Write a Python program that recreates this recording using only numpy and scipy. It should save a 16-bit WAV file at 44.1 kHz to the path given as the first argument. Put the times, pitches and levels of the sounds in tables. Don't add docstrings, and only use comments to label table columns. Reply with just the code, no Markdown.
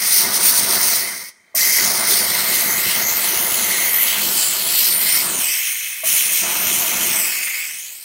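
import sys
import numpy as np
from scipy import signal
from scipy.fft import rfft, irfft
from scipy.io import wavfile
from scipy.ndimage import uniform_filter1d

SR = 44100
rng = np.random.default_rng(int(sys.argv[2]) if len(sys.argv) > 2 else 0)


def file_out(sig):
    cols = np.atleast_2d(sig).T
    lim = np.clip(cols, -1, 1)
    pcm = np.round(lim * 32767).astype(np.int16)
    wavfile.write(sys.argv[1], SR, pcm)


N = 354563
FRAME, HOP = 1024, 256
TIME = np.arange(N) / SR
FRAME_S = np.arange(N // HOP + 2) * HOP / SR
BINS_HZ = np.fft.rfftfreq(FRAME, 1 / SR)
TOP_HZ = 15800

# pitch_hz, level_db
AIR_TONE = [(20, -17), (60, 16), (200, -15.5), (600, -33), (2000, 28), (6000, -33), (16000, -27)]
# pitch_hz, fade_s (time to fall 60 dB), level_db
ROOM_ECHOES = [(100, 0.69, -7.5), (1200, 0.21, -1), (4000, 0.3, -0.5), (8040, 0.83, -9), (16000, 0.13, -20)]
# start_s, let_go_s, shut_s, bleed_s, hiss_db, rumble_db, strike_s, leave_s
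SQUEEZES = [(-0.005, 0.85, 1.29, 0.41, -19.5, -27.5, 0.2, 1.34),
            (1.548, 5.41, 6.03, 0.7, -19, -28, 1.78, 5.52),
            (6.034, 7.066, 8.1, 0.95, -21, -32.5, 6.42, 7.39)]
# hiss_db, hollows_db, rumble_db
WISP = (-70.5, -56, -63)
# time_s, place (0 = corner of the radiator, 1 = valve, 2 = fins)
AIM = [(0, 0), (2.28, 0.023), (2.4, 0.52), (4.2, 1.08), (5.2, 1.02), (5.33, 1.7)]
# start_s, level_db
POPS = [(1.544, -25.5), (6.034, -21.5)]
# pitch_hz, level_db, fade_s (time to fall 60 dB)
POP_TONES = [(642, 0.5, 0.069), (567, -27, 0.024), (1100, -5, 0.039)]
# start_s, level_db, decay_s
SPIT = (1.549, -17.5, 0.044)
# pitch_hz, level_db
SPIT_TONE = [(1000, -33), (4000, -25), (6000, -11), (7500, -9), (9000, 4), (11500, -33), (12700, -14),
             (13400, 12), (14500, -4), (16000, -17)]
# pitch_hz, level_db
RUMBLE_TONE = [(20, -44), (35, -34), (50, -39), (75, -10.5), (140, -9.5), (190, -4.5), (290, -6),
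               (500, 1.5), (800, -0.5), (1400, -4), (1800, -4.5), (2600, -25), (4000, -8.5), (9000, -22)]
# pitch_hz, width_hz, gain_db
PANELS = [(207, 28, 5), (298, 50, -6.5), (359, 52, 6), (448, 55, -8), (517, 32, -0.5), (583, 73, -7.5),
          (762, 54, -7), (914, 25, 1), (1308, 38, 3), (1387, 28, 8.5)]
# middle_s, length_s, gain_db
PUFFS = [(0.758, 0.1, 3.5), (1.988, 0.28, 1), (2.69, 0.052, 3.5), (3.0, 0.071, 3), (3.502, 0.59, 2.3),
         (4.267, 0.22, 3), (5.063, 0.31, 2), (5.33, 0.32, 6), (6.496, 0.18, 2), (6.92, 0.8, 3.5),
         (7.25, 0.39, 1.5)]
# pitch_hz, width_hz, level_db
VALVE_HOLLOW = [(1595, 45, -11), (1912, 55, 0), (2085, 90, 1), (2200, 60, -8), (2314, 50, -9),
                (2440, 50, -10), (3150, 100, -14)]
# pitch_hz, width_hz, level_db
FIN_HOLLOW = [(1930, 59, 11.5), (2087, 480, 16), (2134, 37, 25.5), (2480, 270, 19.5), (2800, 690, -3),
              (3320, 680, 4)]
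# time_s, level_db
SINGING = [(0, -27), (0.6, -34.5), (1.12, -25), (1.3, -33), (1.76, -21), (1.92, -29.5), (2.7, -25),
           (3.6, -32.5), (3.72, -23), (4.2, -28.5), (4.25, -42), (4.85, -34), (5.19, -23.5), (5.3, -42),
           (5.55, -27.5), (6.85, -31.5), (7.6, -24), (8.0, -46.5)]
# pitch_hz, corner_db, valve_db, fins_db
HISS_TONE = [(2290, 0.5, -4.5, 0.5), (3040, -3, 2, 1), (3670, -5.5, -5, -9.5), (4310, 0.7, 3, -2),
             (4730, 2, -1.5, -1), (6360, 5, -1, 3.5), (7500, -3.5, -3.5, 2.3), (8000, 0.5, -2, 8),
             (9620, 8, 2.5, 1.5), (10450, -6, 0, -1.5), (11350, 1, -4, 1.5), (12170, 2, 0.5, -1),
             (13700, 2.5, 6, 5), (16100, 4.5, -0.5, 0.5)]
# middle_s, length_s, gain_db
SURGES = [(0.16, 0.19, 6.5), (0.28, 0.08, -3), (0.36, 0.043, 3.5), (0.475, 0.099, 8.5), (0.575, 0.06, 6.5),
          (0.73, 0.1, 3), (0.91, 0.22, 4.5), (1.71, 0.35, 3.5), (2.03, 0.08, -1), (2.15, 0.14, 4.5),
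          (2.58, 0.1, 2.5), (3.97, 0.24, 2.5), (4.18, 0.15, -1.5), (4.41, 0.13, 2.5), (4.6, 0.13, -2),
          (4.81, 0.17, 4), (4.96, 0.24, 1.8), (5.14, 0.14, 3.3), (5.31, 0.14, -2.5), (6.16, 0.22, 5.5),
          (6.36, 0.11, 4), (6.74, 0.27, 3), (7.18, 0.29, 2.8)]
# middle_s, length_s, pitch_hz, gain_db
FLARES = [(2.6, 0.08, 5000, 2), (2.71, 0.092, 6450, 11), (2.726, 0.14, 10640, 12),
          (2.733, 0.15, 13600, 9.5), (2.7, 0.12, 3107, -6), (2.91, 0.1, 3000, 5), (3.097, 0.1, 3100, -2),
          (3.073, 0.095, 13000, 12.5), (3.074, 0.13, 6760, 13.5), (3.7, 0.66, 9900, 3.5),
          (3.65, 0.3, 6240, 5), (3.972, 0.13, 12900, 9.5), (4.13, 0.14, 2800, 5), (4.44, 0.18, 7500, 7.5),
          (4.64, 0.065, 9600, 12), (4.792, 0.084, 14000, 3), (5.03, 0.25, 9100, 6.5), (5.14, 0.1, 5530, 8),
          (5.322, 0.14, 8950, 12), (5.478, 0.2, 2700, 2.5), (6.152, 0.16, 9900, 5), (7.25, 0.14, 8500, 4)]
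# time_s, gap_cm
NOZZLE_GAP = [(0.4, 3.64), (1.25, 3.5), (1.66, 2.8), (2.55, 4.47), (2.78, 4.5), (3.09, 2.92), (3.3, 5.26),
              (4.06, 4.97), (4.35, 4.23), (5.23, 3.85), (5.49, 6.3), (5.72, 5.46), (6.2, 5.32),
              (6.57, 5.55), (7.0, 5.1), (7.48, 7.73), (7.68, 6.4), (8.04, 3.73)]
ECHO_SHARES = (0.36, 0.32, 0.7)


def gain_of(db):
    return 10 ** (np.asarray(db) / 20)


def evened(x):
    return x / np.sqrt(np.mean(x ** 2) + 1e-20)


def follow(rows, t):
    return np.interp(t, *np.transpose(rows))


def at_pitch(rows, hz, column=1):
    table = np.transpose(rows)
    return np.interp(np.log(hz + 1), np.log(table[0] + 1), table[column])


def swells(rows):
    return sum(db * np.exp(-abs(2 * (FRAME_S - s) / length) ** 3) for s, length, db in rows)


def wander(slow_hz, fast_hz):
    hz = np.fft.rfftfreq(N, 1 / SR)
    inside = (hz > slow_hz) & (hz < fast_hz)
    return evened(irfft(rfft(rng.standard_normal(N)) * inside / np.sqrt(hz + 1), N))


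def drift(frames, bins):
    field = rng.standard_normal((len(FRAME_S), len(BINS_HZ)))
    for _ in range(2):
        field = uniform_filter1d(uniform_filter1d(field, frames, axis=0), bins, axis=1)
    return evened(field)


def turbulence(shape, band_hz):
    real, imaginary = rng.standard_normal((2, len(FRAME_S), len(BINS_HZ)))
    noise = real + 1j * imaginary
    shape = shape * gain_of(drift(frames=6, bins=16))
    inside = (BINS_HZ > band_hz[0]) & (BINS_HZ < band_hz[1])
    shape = shape / np.sqrt((shape[:, inside] ** 2).sum(1, keepdims=True) / len(BINS_HZ))
    spectra = np.array([noise.T, (noise * shape).T])
    white, shaped = signal.istft(spectra, nperseg=FRAME, noverlap=FRAME - HOP)[1][:, :N]
    return shaped / white.std()


def room_air(level_db=-68):
    return gain_of(level_db) * turbulence(gain_of(at_pitch(AIR_TONE, BINS_HZ)), (0, TOP_HZ))


def room(sound, early_db=-7, early_s=0.0047, tail_db=-13):
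    t = TIME[:SR // 2]
    early = rng.standard_normal(len(t)) * np.exp(-t / early_s) * (t > .002)
    tail = rng.standard_normal(len(t)) * (t > .008)
    hz, s, (early, tail) = signal.stft([early, tail], SR, nperseg=256)
    early = evened(early)
    tail = evened(tail * gain_of(-60 * s / at_pitch(ROOM_ECHOES, hz)[:, None]))
    tone = gain_of(at_pitch(ROOM_ECHOES, hz, column=2))[:, None]
    spectrum = (gain_of(early_db) * early + gain_of(tail_db) * tail) * tone
    echoes = signal.istft(spectrum, SR)[1] / np.linalg.norm(signal.istft(early, SR)[1])
    echoes[0] = 1
    return signal.fftconvolve(sound, echoes)[:N]


def aim_shares():
    place = follow(AIM, FRAME_S)
    return [np.maximum(1 - abs(place - k), 0)[:, None] for k in range(3)]


def steam_levels(opening_s=0.011, closing_s=0.013, build_s=0.015, stall_s=0.17, sag_db_per_s=2.21):
    hiss = hollow = rumble = 0
    for start, let_go, shut, bleed_s, hiss_db, rumble_db, strike, leave in SQUEEZES:
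        since_start, since_let_go, since_shut = (np.maximum(TIME - s, 0) for s in (start, let_go, shut))
        opening = (1 - np.exp(-since_start / opening_s)) * np.exp(-since_shut / closing_s)
        flow_db = -15.5 * (since_let_go / bleed_s) ** 1.62
        before = (1 + np.tanh((strike - TIME) / build_s)) / 2
        after = (1 + np.tanh((TIME - leave) / stall_s)) / 2
        contact_db = -7 * before - 17.5 * after - sag_db_per_s * since_start
        hiss += opening * gain_of(hiss_db + flow_db)
        hollow += opening * gain_of(0.57 * flow_db)
        rumble += opening * gain_of(rumble_db + 0.96 * flow_db + contact_db)
    surge_db, puff_db = (np.interp(TIME, FRAME_S, swells(rows)) for rows in (SURGES, PUFFS))
    hiss *= gain_of(surge_db)
    hollow *= gain_of(follow(SINGING, TIME))
    rumble *= gain_of(puff_db - 0.28 * surge_db)
    return [20 * np.log10(level + gain_of(db)) for level, db in zip((hiss, hollow, rumble), WISP)]


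def trigger_pops(rise_s=0.0024):
    pops = np.zeros(N)
    for start_s, level_db in POPS:
        t = np.maximum(TIME - start_s, 0)
        ring = sum(gain_of(db - 60 * t / fade) * np.sin(2 * np.pi * hz * t) for hz, db, fade in POP_TONES)
        pops += gain_of(level_db) * (1 - np.exp(-t / rise_s)) * ring
    return pops


def water_spit(splutter_db=2):
    start_s, level_db, decay_s = SPIT
    tone = gain_of(at_pitch(SPIT_TONE, np.fft.rfftfreq(N, 1 / SR)))
    spray = evened(irfft(rfft(rng.standard_normal(N)) * tone, N))
    fade = (TIME > start_s) * np.exp(-np.maximum(TIME - start_s, 0) / decay_s)
    return spray * fade * gain_of(level_db + splutter_db * wander(60, 600))


def panel_rumble(level_db, trim_db=-2, gust_db=0.96, shake_db=2.5, puff_hz=280, puff_width_hz=130):
    tone_db = at_pitch(RUMBLE_TONE, BINS_HZ)
    tone_db += sum(db / (1 + (2 * (BINS_HZ - hz) / width) ** 2) for hz, width, db in PANELS)
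    tone_db = tone_db + shake_db * drift(frames=7, bins=6) / (1 + (BINS_HZ / 500) ** 2)
    tone_db += swells(PUFFS)[:, None] * np.exp(-((BINS_HZ - puff_hz) / puff_width_hz) ** 2)
    rumble = turbulence(gain_of(tone_db), band_hz=(120, 1400))
    return rumble * gain_of(level_db + trim_db + gust_db * wander(5.1, 70))


def singing_hollows(level_db, trim_db=-2, flutter_db=1.43):
    def peaks(rows):
        powers = (gain_of(db) ** 2 / (1 + 2 * ((BINS_HZ - hz) / width) ** 2) ** 2 for hz, width, db in rows)
        return np.sqrt(sum(powers))
    corner, valve, fins = aim_shares()
    tone = (corner + valve) * peaks(VALVE_HOLLOW) + fins * peaks(FIN_HOLLOW)
    song = turbulence(tone, band_hz=(1800, 2500))
    return song * gain_of(level_db + trim_db + flutter_db * wander(12, 80))


def metal_echo(shares, sound_cm_per_s=34300, behind_cm=2.84, behind_share=0.051):
    delay_s = 2 * follow(NOZZLE_GAP, FRAME_S)[:, None] / sound_cm_per_s
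    echo = sum(share * bounce for share, bounce in zip(shares, ECHO_SHARES))
    echo = echo * np.exp(-BINS_HZ / 45000)
    echo *= 1 - shares[1] * np.exp(-(BINS_HZ / 4500) ** 2)
    turn = -2j * np.pi * BINS_HZ
    behind = behind_share * np.exp(turn * 2 * behind_cm / sound_cm_per_s)
    return abs(1 + echo * np.exp(turn * delay_s) * (1 + behind))


def edge_flares(width_hz=650):
    gain_db = 0
    for middle_s, length_s, hz, db in FLARES:
        swell = np.exp(-2 * ((FRAME_S[:, None] - middle_s) / length_s) ** 2)
        gain_db += db * swell * np.exp(-((BINS_HZ - hz) / width_hz) ** 2)
    return gain_db


def jet_hiss(level_db, low_hz=2000, weak_db=-34, flutter_db=0.72, crackle_db=1.53):
    shares = aim_shares()
    tone_db = edge_flares()
    tone_db += sum(share * at_pitch(HISS_TONE, BINS_HZ, k + 1) for k, share in enumerate(shares))
    surge_db = np.interp(TIME, FRAME_S, swells(SURGES))
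    db_per_octave = -0.15 + 0.072 * np.minimum(level_db - weak_db, 0) + 0.11 * surge_db
    octaves = np.log2(np.maximum(BINS_HZ, low_hz) / low_hz)
    tone_db += np.interp(FRAME_S, TIME, db_per_octave)[:, None] * octaves
    patch_db = (1.36 + 1.5 * shares[1]) * np.minimum(BINS_HZ / 9000, 1.2)
    tone_db += patch_db * drift(frames=11, bins=14)
    bass_cut = 1 / np.sqrt(1 + (low_hz / (BINS_HZ + 1)) ** 8)
    hiss = turbulence(metal_echo(shares) * gain_of(tone_db) * bass_cut, band_hz=(3500, 15500))
    return hiss * gain_of(level_db + flutter_db * wander(4.6, 48) + crackle_db * wander(50, 1100))


def scene():
    hiss_db, hollows_db, rumble_db = steam_levels()
    steam = jet_hiss(hiss_db) + singing_hollows(hollows_db) + panel_rumble(rumble_db)
    steam += trigger_pops() + water_spit()
    return np.tile(room_air() + room(steam), (2, 1))


def record(dry, ceiling=0.97):
    rounded = dry / (1 + (dry / ceiling) ** 8) ** (1 / 8)
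    treble_cut = signal.firwin(511, TOP_HZ, window=("kaiser", 9), fs=SR)
    return signal.oaconvolve(rounded, treble_cut[None], "same")


dry = scene()
out = record(dry)
file_out(out)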